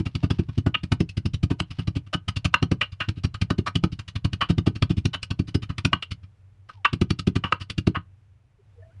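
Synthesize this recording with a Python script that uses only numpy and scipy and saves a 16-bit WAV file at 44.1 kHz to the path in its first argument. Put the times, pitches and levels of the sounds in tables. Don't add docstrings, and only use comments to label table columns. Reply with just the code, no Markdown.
import sys
import numpy as np
from scipy import signal
from scipy.fft import rfft, irfft, next_fast_len
from scipy.io import wavfile
from scipy.ndimage import map_coordinates

SR = 44100
rng = np.random.default_rng(int(sys.argv[2]) if len(sys.argv) > 2 else 0)


def store_pcm(level_fs):
    pcm = np.round(np.clip(level_fs, -1, 1) * 32767).astype(np.int16)
    wavfile.write(sys.argv[1], SR, np.atleast_2d(pcm).T)


N = 396895
TIME = np.arange(N) / SR
BLOW_SIZE, LEAD_S = 8192, .04
BLOW_T = np.arange(BLOW_SIZE) / SR - LEAD_S

# (frequency [Hz], relative level [dB])
BOWL_MODES = [(1020, -2.5), (1160, 1.5), (1245, 5), (1490, 4.5), (1780, -3.5), (2025, -7.5), (2430, 1),
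              (2640, -3.5), (2790, 0.5), (2935, 2.5), (3120, -12.5), (3500, -5.5), (4050, 7.5),
              (5400, -7.5)]


def from_db(db):
    return 10 ** (np.asarray(db) / 20)


def coloured(x, points):
    hz, db = np.transpose(points)
    size = next_fast_len(len(x))
    bins = np.maximum(np.fft.rfftfreq(size, 1 / SR), 1)
    gain = from_db(np.interp(np.log(bins), np.log(hz), db))
    return irfft(rfft(x, size) * gain, size)[:len(x)]


def at_level(x, db, band, seconds=.04):
    hz = np.fft.rfftfreq(len(x), 1 / SR)
    energy = 2 * np.sum(np.abs(rfft(x)[(hz > band[0]) & (hz < band[1])]) ** 2) / len(x)
    return x * from_db(db) / np.sqrt(energy / (seconds * SR) + 1e-20)


def ring(x, hz, t60):
    r, w = from_db(-60 / (t60 * SR)), 2 * np.pi * hz / SR
    return signal.lfilter([1, -r * np.cos(w)], [1, -2 * r * np.cos(w), r * r], x + 1e-18)


def drift(per_s):
    return map_coordinates(rng.standard_normal(2000), [TIME * per_s], order=3, mode="wrap")


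def grains(per_s, spread_db):
    sizes = from_db(spread_db * np.minimum(rng.exponential(1, BLOW_SIZE), 4))
    signs = rng.choice([-1, 1], BLOW_SIZE)
    return sizes * signs * (rng.random(BLOW_SIZE) < per_s / SR)


def push(when, width):
    u = np.minimum((BLOW_T - when) / width + 1.4, 5)
    return np.exp(u - np.exp(u)) * (np.exp(u) - (1 - np.exp(u)) ** 2)


def thud(delay_s, thud_db, knock_db, ring_share=0.0094, scatter_db=3, detune=0.031):
    # (frequency [Hz], relative level [dB], T60 [s])
    counter_modes = [(94.2, 3, 0.066), (179.3, -8, 0.11), (300.7, 0.5, 0.07), (371, 4.5, 0.04),
                     (422, -7, 0.043)]
    softness_db = np.clip(thud_db - knock_db - 10, -8, 12)
    width = .0023 * from_db(.25 * softness_db)
    bite = rng.uniform(.15, .5) * push(delay_s - rng.uniform(2.4, 3.8) * width, .8 * width)
    shoves = bite + push(delay_s, width)
    body = shoves.copy()
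    for hz, db, t60 in counter_modes:
        gain = ring_share * from_db(db + scatter_db * rng.normal())
        body += gain * ring(shoves, hz * (1 + detune * rng.normal()), t60)
    low = signal.sosfiltfilt(signal.butter(3, 220, fs=SR, output="sos"), body)
    return at_level(low, thud_db, (35, 220)) + at_level(body - low, knock_db, (220, 480))


def contact_pressure(build_s, fade_s):
    before = np.maximum(-BLOW_T, 0) / build_s
    rising = np.exp(-0.85 * before ** 2 - (before / 1.15) ** 12)
    return np.where(BLOW_T < 0, rising, np.exp(-np.abs(BLOW_T) / fade_s))


def crunch(pressure, squelch_db, crunch_db, pocket_share=0.022, loose_db=-23, loose_s=0.008):
    # (frequency [Hz], relative density [dB])
    fibre_spectrum = [(300, -1.5), (700, -14.5), (950, -26.5), (1240, -4.5), (1750, -9), (2300, -1),
                      (2850, 5.5), (3400, 1), (5000, -1), (6500, -12), (8000, -17), (10200, -18),
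                      (12000, -51.5)]
    # (frequency [Hz], relative density [dB])
    pulp_spectrum = [(250, -14), (480, 2), (680, 7), (800, 3), (950, 1), (1300, -18), (2500, -53)]
    loose_rustle = from_db(loose_db) * np.exp(-(BLOW_T / loose_s) ** 2)
    bursts = grains(per_s=9000, spread_db=3.5) * (pressure + loose_rustle)
    pocket_hz = np.exp(rng.uniform(np.log(1000), np.log(9000), size=8))
    pockets = sum(ring(bursts, hz, t60=.024) for hz in pocket_hz)
    fibres = coloured(bursts + pocket_share * pockets, fibre_spectrum)
    pulp = coloured(bursts, pulp_spectrum)
    return at_level(fibres, crunch_db, (3600, 10000)) + at_level(pulp, squelch_db, (520, 980))


def clank(pressure, clank_db, clank_hz, clink_db, clink_hz, spot_db, focus_db_per_octave):
    rattle = from_db(-21) * (BLOW_T > 0) * np.exp(-np.abs(BLOW_T) / 0.0072)
    contacts = grains(per_s=7000, spread_db=3) * (pressure + rattle)
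    contacts[round(LEAD_S * SR)] += 0.18
    low, high = np.zeros((2, BLOW_SIZE))
    for hz, db in [*BOWL_MODES, (clank_hz, spot_db), (clink_hz, spot_db)]:
        detuning = 1 + .008 * rng.normal()
        octaves_off = np.abs(np.log2(hz / np.array([clank_hz, clink_hz]))).min()
        gain = from_db(db - focus_db_per_octave * octaves_off + 2 * rng.normal())
        mode = gain * ring(contacts, hz * detuning, t60=.028)
        if hz < 1900:
            low += mode
        else:
            high += mode
    low = signal.sosfilt(signal.butter(3, [980, 1950], "band", fs=SR, output="sos"), low)
    high = signal.sosfilt(signal.butter(3, [1550, 3400], "band", fs=SR, output="sos"), high)
    return at_level(low, clank_db, (1000, 1600)) + at_level(high, clink_db, (2300, 3300))


def favoured_mode(low_hz, high_hz):
    hz, db = np.transpose([mode for mode in BOWL_MODES if low_hz < mode[0] < high_hz])
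    power = np.cumsum(from_db(db) ** 2)
    return hz[np.searchsorted(power, rng.random() * power[-1])]


def ginger_blow(time_s, build_s, thud_db, knock_db, crunch_db, bowl_db):
    force, crisp, depth = knock_db + 30, crunch_db + 44, bowl_db + 46
    fade_s = 0.0065 * 2 ** (-max(crisp, -10) / 17.5)
    pressure = contact_pressure(max(build_s, .0008), fade_s)
    flattening_db = 0.9 * time_s
    squelch_db = -45 + 0.54 * force + 0.68 * depth - flattening_db
    clink_db = -46.5 + 0.56 * crisp + 0.28 * depth
    bottom_s = 0.0081 - .55 * build_s
    soft = thud(bottom_s, thud_db, knock_db) + crunch(pressure, squelch_db, crunch_db)
    clank_hz, clink_hz = favoured_mode(1100, 1300), favoured_mode(2300, 3000)
    steel = clank(pressure, bowl_db, clank_hz, clink_db, clink_hz, spot_db=0.5, focus_db_per_octave=8.5)
    return soft, steel


def pounding():
    # (time [s], build-up [s], thud [dB], knock [dB], crunch [dB], bowl ring [dB])
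    on_ginger = [(0.0012, 0.0014, -25.5, -32.5, -58, -58), (0.0678, 0.013, -27.0, -39.5, -50.5, -48.5),
                 (0.1531, 0.0015, -25, -38.5, -43.5, -55.5), (0.243, 0.013, -19.5, -28.5, -50, -43.5),
                 (0.3106, 0.0085, -21.5, -30.5, -43.5, -43.5), (0.395, 0.0094, -21, -28.5, -54, -52.5),
                 (0.4931, 0.0072, -29, -45, -63.5, -55), (0.581, 0.0033, -20, -31, -50.5, -55.5),
                 (0.6674, 0.0052, -19.0, -26.5, -51.5, -38.5), (0.8386, 0.0061, -29, -41.5, -51, -56.5),
                 (0.9225, 0.0041, -19.0, -30, -38, -35.5), (1.006, 0.003, -21, -26, -45, -51),
                 (1.0939, 0.0033, -39.5, -70, -52, -81), (1.1778, 0.0087, -23.5, -38, -47, -56.5),
                 (1.259, 0.0041, -22.5, -35, -44, -52), (1.344, 0.0085, -24, -43.5, -45.5, -59),
                 (1.437, 0.0073, -18.5, -31.5, -46, -50), (1.5154, 0.013, -23.0, -27.5, -50.5, -46),
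                 (1.7118, 0.0066, -35, -53.5, -52, -59.0), (1.7951, 0.0091, -26.0, -39.5, -52.5, -49.5),
                 (1.8794, 0.0067, -23, -36.5, -46.5, -48.5), (1.97, 0.016, -25.0, -33, -50, -53.5),
                 (2.0728, 0.0087, -49.5, -62, -70.5, -64), (2.288, 0.0068, -26, -46.5, -41.5, -39),
                 (2.3714, 0.011, -26, -46.5, -42, -49), (2.4563, 0.0096, -21.0, -34.5, -37.5, -37),
                 (2.6273, 0.0012, -20.0, -29, -40, -38.0), (2.7175, 0.0035, -20.0, -27, -44.5, -40.5),
                 (2.929, 0.01, -35, -76, -58.5, -62.0), (3.088, 0.00094, -23.0, -37.5, -44, -50),
                 (3.186, 0.025, -35.5, -47, -61.5, -64), (3.25, 0.013, -20.5, -34.0, -42, -46),
                 (3.347, 0.0054, -33, -60, -49, -43.5), (3.42, 0.0051, -21, -38.0, -40, -46),
                 (3.507, 0.0043, -23.5, -28.5, -40.5, -33.5), (3.5884, 0.0072, -22.5, -28, -48.5, -52.5),
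                 (3.758, 0.0037, -21.5, -31.5, -40.5, -46.5), (3.8383, 0.001, -20, -26, -42.5, -35),
                 (3.9302, 0.011, -31.5, -46, -52.5, -66), (3.994, 0.0035, -34.0, -53, -49.5, -51.5),
                 (4.0863, 0.0073, -38, -71, -50, -56.5), (4.162, 0.0075, -26.5, -45.5, -46, -48),
                 (4.251, 0.006, -20.0, -33.5, -42, -43), (4.3328, 0.0013, -27.5, -43, -44, -49),
                 (4.5092, 0.018, -18.5, -27.0, -42.5, -43.0), (4.5819, 0.00062, -20.0, -30, -43.5, -45.0),
                 (4.6764, 0.013, -19, -22.5, -43.5, -40), (4.7624, 0.01, -32, -43.5, -51, -55.5),
                 (4.8262, 0.0031, -18, -32.0, -37.5, -34.5), (4.911, 0.014, -20.5, -28, -48, -48),
                 (4.9839, 0.015, -21.0, -36.5, -51, -58.5), (5.0558, 0.0017, -20, -30.5, -37.5, -46),
                 (5.231, 0.0014, -38, -68, -40.5, -48.5), (5.3111, 0.0061, -26, -39.5, -44, -44.5),
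                 (5.3951, 0.0032, -22.0, -28.5, -49, -52), (5.49, 0.016, -36, -46, -53, -57.5),
                 (5.5528, 0.0081, -20.5, -26.0, -40.5, -47.5), (5.6348, 0.013, -32, -49.0, -50.5, -51),
                 (5.7036, 0.011, -28, -44, -55, -45), (5.785, 0.0042, -31.5, -47.0, -43.5, -45.5),
                 (5.8538, 0.005, -21, -30.0, -34, -38.5), (6.1213, 0.012, -30, -52, -45.5, -62),
                 (6.2405, 0.0099, -42.5, -68, -72.5, -69.5), (6.934, 0.0034, -24.5, -33.5, -44, -44.5),
                 (7.0171, 0.0048, -19.5, -25.0, -42, -39.5), (7.106, 0.0016, -21.5, -29.5, -36.5, -44),
                 (7.1948, 0.0053, -33.5, -46, -39.5, -55), (7.2766, 0.0074, -19.5, -25, -44, -46),
                 (7.3633, 0.0082, -22, -29.0, -42.5, -42.5), (7.6214, 0.019, -36, -53.5, -48.5, -50),
                 (7.7032, 0.0042, -36.0, -49.0, -41.5, -53), (7.7829, 0.0037, -24.0, -33.0, -43, -53),
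                 (7.8738, 0.0055, -18.0, -21.5, -41.5, -43.5)]
    # (time [s], skid [s], fade [s], thud [dB], crunch [dB],
    # clank level [dB], clank frequency [Hz], clink level [dB], clink frequency [Hz])
    on_steel = [(0.753, 0.0097, .0008, -39, -56, -31.5, 1270, -24.5, 2810),
                (1.6021, .0005, .001, -28, -39, -40.5, 1470, -32, 2900),
                (2.1444, .013, 0.0053, -27.5, -40, -31.5, 1245, -31.5, 2920),
                (2.5411, .0009, 0.003, -37, -38, -20, 1196, -21, 2740),
                (2.8156, 0.0047, 0.0093, -37.5, -45, -32, 1265, -24, 2840),
                (3.004, .002, 0.015, -38.5, -49, -32.5, 1480, -30.5, 2790),
                (3.677, .014, 0.0076, -40, -40.5, -29, 1204, -40, 2370),
                (4.4164, 0.0075, 0.012, -33.5, -42.5, -25.5, 1146, -27, 3000),
                (5.1466, .013, 0.0066, -41.5, -41, -37.5, 1320, -34, 3020),
                (5.9308, .0006, 0.004, -28, -42.5, -24, 1220, -23.5, 2860),
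                (6.0264, 0.0023, 0.0069, -63, -47, -45, 1290, -34.5, 2820),
                (6.6999, 0.011, 0.0055, -64.5, -63, -44, 1250, -62.5, 2810),
                (6.8553, 0.0077, 0.0033, -51.5, -45, -19, 1220, -23.5, 2707),
                (7.4385, 0.00076, 0.017, -31, -52.5, -31.5, 1153, -32, 2880),
                (7.524, .0005, .0026, -36, -43, -21.5, 1200, -29, 2730),
                (7.9632, .015, 0.0093, -31, -58, -30, 1130, -38.5, 2750)]
    blows = [(time_s, ginger_blow(time_s, *row)) for time_s, *row in on_ginger]
    blows += [(time_s, steel_blow(*row)) for time_s, *row in on_steel]
    out = np.zeros((2, N + 2 * BLOW_SIZE))
    for time_s, sounds in blows:
        start = round(time_s * SR)
        out[:, start:start + BLOW_SIZE] += sounds
    return out[:, round(LEAD_S * SR):][:, :N]


def hum(hz=95.1, throb_hz=5.9, throb_db=4.5, crest_s=8.14, waver_db=2.0, wander_rad=0.25):
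    # (time [s], level [dB])
    levels = [(0, -50), (6.2, -53.5), (6.7, -53), (7.2, -47), (8.25, -55), (8.55, -66.5), (8.92, -51)]
    throb = throb_db * np.cos(2 * np.pi * throb_hz * (TIME - crest_s))
    level_db = np.interp(TIME, *np.transpose(levels)) + throb + waver_db * drift(20)
    return np.sqrt(2) * from_db(level_db) * np.sin(2 * np.pi * hz * TIME + wander_rad * drift(25))


def room_air():
    # (frequency [Hz], relative density [dB])
    spectrum = [(25, -20), (60, -14.5), (85, -11), (110, -8), (135, -17), (180, -27.5), (240, -34.5),
                (700, -40), (2700, -47), (4200, -55), (5600, -56.5), (11000, -64), (16000, -105)]
    # (time [s], level [dB])
    levels = [(0, -72.5), (6.2, -72.5), (6.6, -74), (8.1, -73.5), (8.55, -76), (8.75, -71), (9, -69.5)]
    noise = coloured(rng.standard_normal(next_fast_len(N)), spectrum)
    noise = at_level(noise, 0, (300, 6000), N / SR)[:N]
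    return noise * from_db(np.interp(TIME, *np.transpose(levels)))


def echoes(x, table, first_echo_s, build_s):
    t = np.arange(SR // 2) / SR
    hz, db, t60 = np.transpose(table)
    onset = np.clip((t - first_echo_s) / build_s, 0, 1)
    edges, response = np.geomspace(35, 14000, 10), 0
    for low, high in zip(edges, edges[1:]):
        band_db, band_t60 = (np.interp(np.log(low * high) / 2, np.log(hz), c) for c in (db, t60))
        tail = rng.standard_normal(len(t)) * onset * from_db(-60 * t / band_t60)
        band = signal.sosfilt(signal.butter(2, [low, high], "band", fs=SR, output="sos"), tail)
        response += from_db(band_db) * band * np.sqrt(2 * (high - low) / SR / np.sum(band ** 2))
    return signal.fftconvolve(x, response)[:N]


def walls(x):
    # (frequency [Hz], gain [dB], T60 [s])
    bands = [(50, -18, 0.75), (155.3, -9.5, 0.048), (347, -14, 0.092), (810, -15.5, 0.1), (2500, -25, 0.11),
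             (4940, -17.5, 0.066), (9760, -13.5, 0.037)]
    return echoes(x, bands, first_echo_s=0.0058, build_s=0.0091)


def ceiling(steel):
    # (frequency [Hz], gain [dB], T60 [s])
    bands = [(300, -19.5, .15), (1200, -33.5, 0.23), (3000, -31, 0.077), (6000, -11, 0.099)]
    return echoes(steel, bands, first_echo_s=0.0094, build_s=0.038)


def rubbing(clumps_db=4):
    # (time of middle [s], half length [s], level before clumping [dB])
    rubs = [(0.186, 0.058, -56.5), (0.358, 0.022, -56.5), (0.439, 0.014, -61.5), (0.552, 0.039, -56),
            (1.763, 0.044, -54.5), (1.823, 0.012, -57), (6.74, 0.032, -60), (6.79, 0.013, -87)]
    # (frequency [Hz], relative density [dB])
    spectrum = [(400, -18), (900, -1), (1400, -6.5), (2900, 0), (4200, -5.5), (5500, -8), (7000, -24),
                (11000, -32)]
    out = np.zeros(N)
    t = (np.arange(BLOW_SIZE) - BLOW_SIZE // 2) / SR
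    for time_s, half_s, db in rubs:
        slips = coloured(grains(per_s=1500, spread_db=3.5), spectrum)
        slips = at_level(slips, db, (2000, 5500), BLOW_SIZE / SR)
        start = round(time_s * SR) - BLOW_SIZE // 2
        out[start:start + BLOW_SIZE] += slips * np.exp(-(t / half_s) ** 2 / 2)
    return out * from_db(clumps_db * (drift(110) - 1.5))


def steel_blow(skid_s, fade_s, thud_db, crunch_db, clank_db, clank_hz, clink_db, clink_hz):
    pressure = contact_pressure(max(skid_s, .0008), max(fade_s, .0012))
    squelch_db = np.mean([thud_db, crunch_db, clank_db]) - 5.5
    soft = thud(.011, thud_db, knock_db=thud_db - 9.5) + crunch(pressure, squelch_db, crunch_db)
    steel = clank(pressure, clank_db, clank_hz, clink_db, clink_hz, spot_db=5, focus_db_per_octave=22.5)
    return soft, steel


def far_tones(roughness=0.71):
    # (time of middle [s], half length [s], pitch at the middle of the tone [Hz],
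    # glide [octaves/s], level [dB])
    tones = [(6.785, 0.022, 873, -6, -61.5), (8.60, .007, 404, -6, -61), (8.785, .016, 475, -2, -56),
             (8.857, 0.032, 650, 0.5, -58), (8.839, 0.012, 1790, 2, -66), (8.92, .011, 1490, 9.5, -69)]
    out, flutter = np.zeros(N), 1 + roughness * drift(120)
    for time_s, half_s, hz, glide, db in tones:
        near = np.abs(TIME - time_s) < 4 * half_s
        t = TIME[near] - time_s
        envelope = np.sqrt(2) * from_db(db) * np.exp(-(t / half_s) ** 2 / 2)
        phase = 2 * np.pi * np.cumsum(hz * 2 ** (glide * t)) / SR
        out[near] += envelope * np.sin(phase)
    return out * flutter


def scene(width_db=-17):
    soft, steel = pounding()
    mortar = soft + steel + rubbing()
    overhead = ceiling(steel)
    middle = mortar + walls(mortar) + overhead + hum() + far_tones() + room_air()
    side = from_db(width_db) * coloured(walls(mortar), [(100, -31), (600, -15.5), (3000, -14.5), (9000, 2)])
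    return np.array([middle + side, middle - side])


def record(dry, peak_limit=.58, cutoff_hz=11650):
    thinned = signal.sosfilt(signal.butter(1, 28, "high", fs=SR, output="sos"), dry)
    rounded = thinned / (1 + (thinned / peak_limit) ** 4) ** (1 / 4)
    return signal.sosfilt(signal.ellip(10, .2, 80, cutoff_hz, fs=SR, output="sos"), rounded)


dry = scene()
out = record(dry)
store_pcm(out)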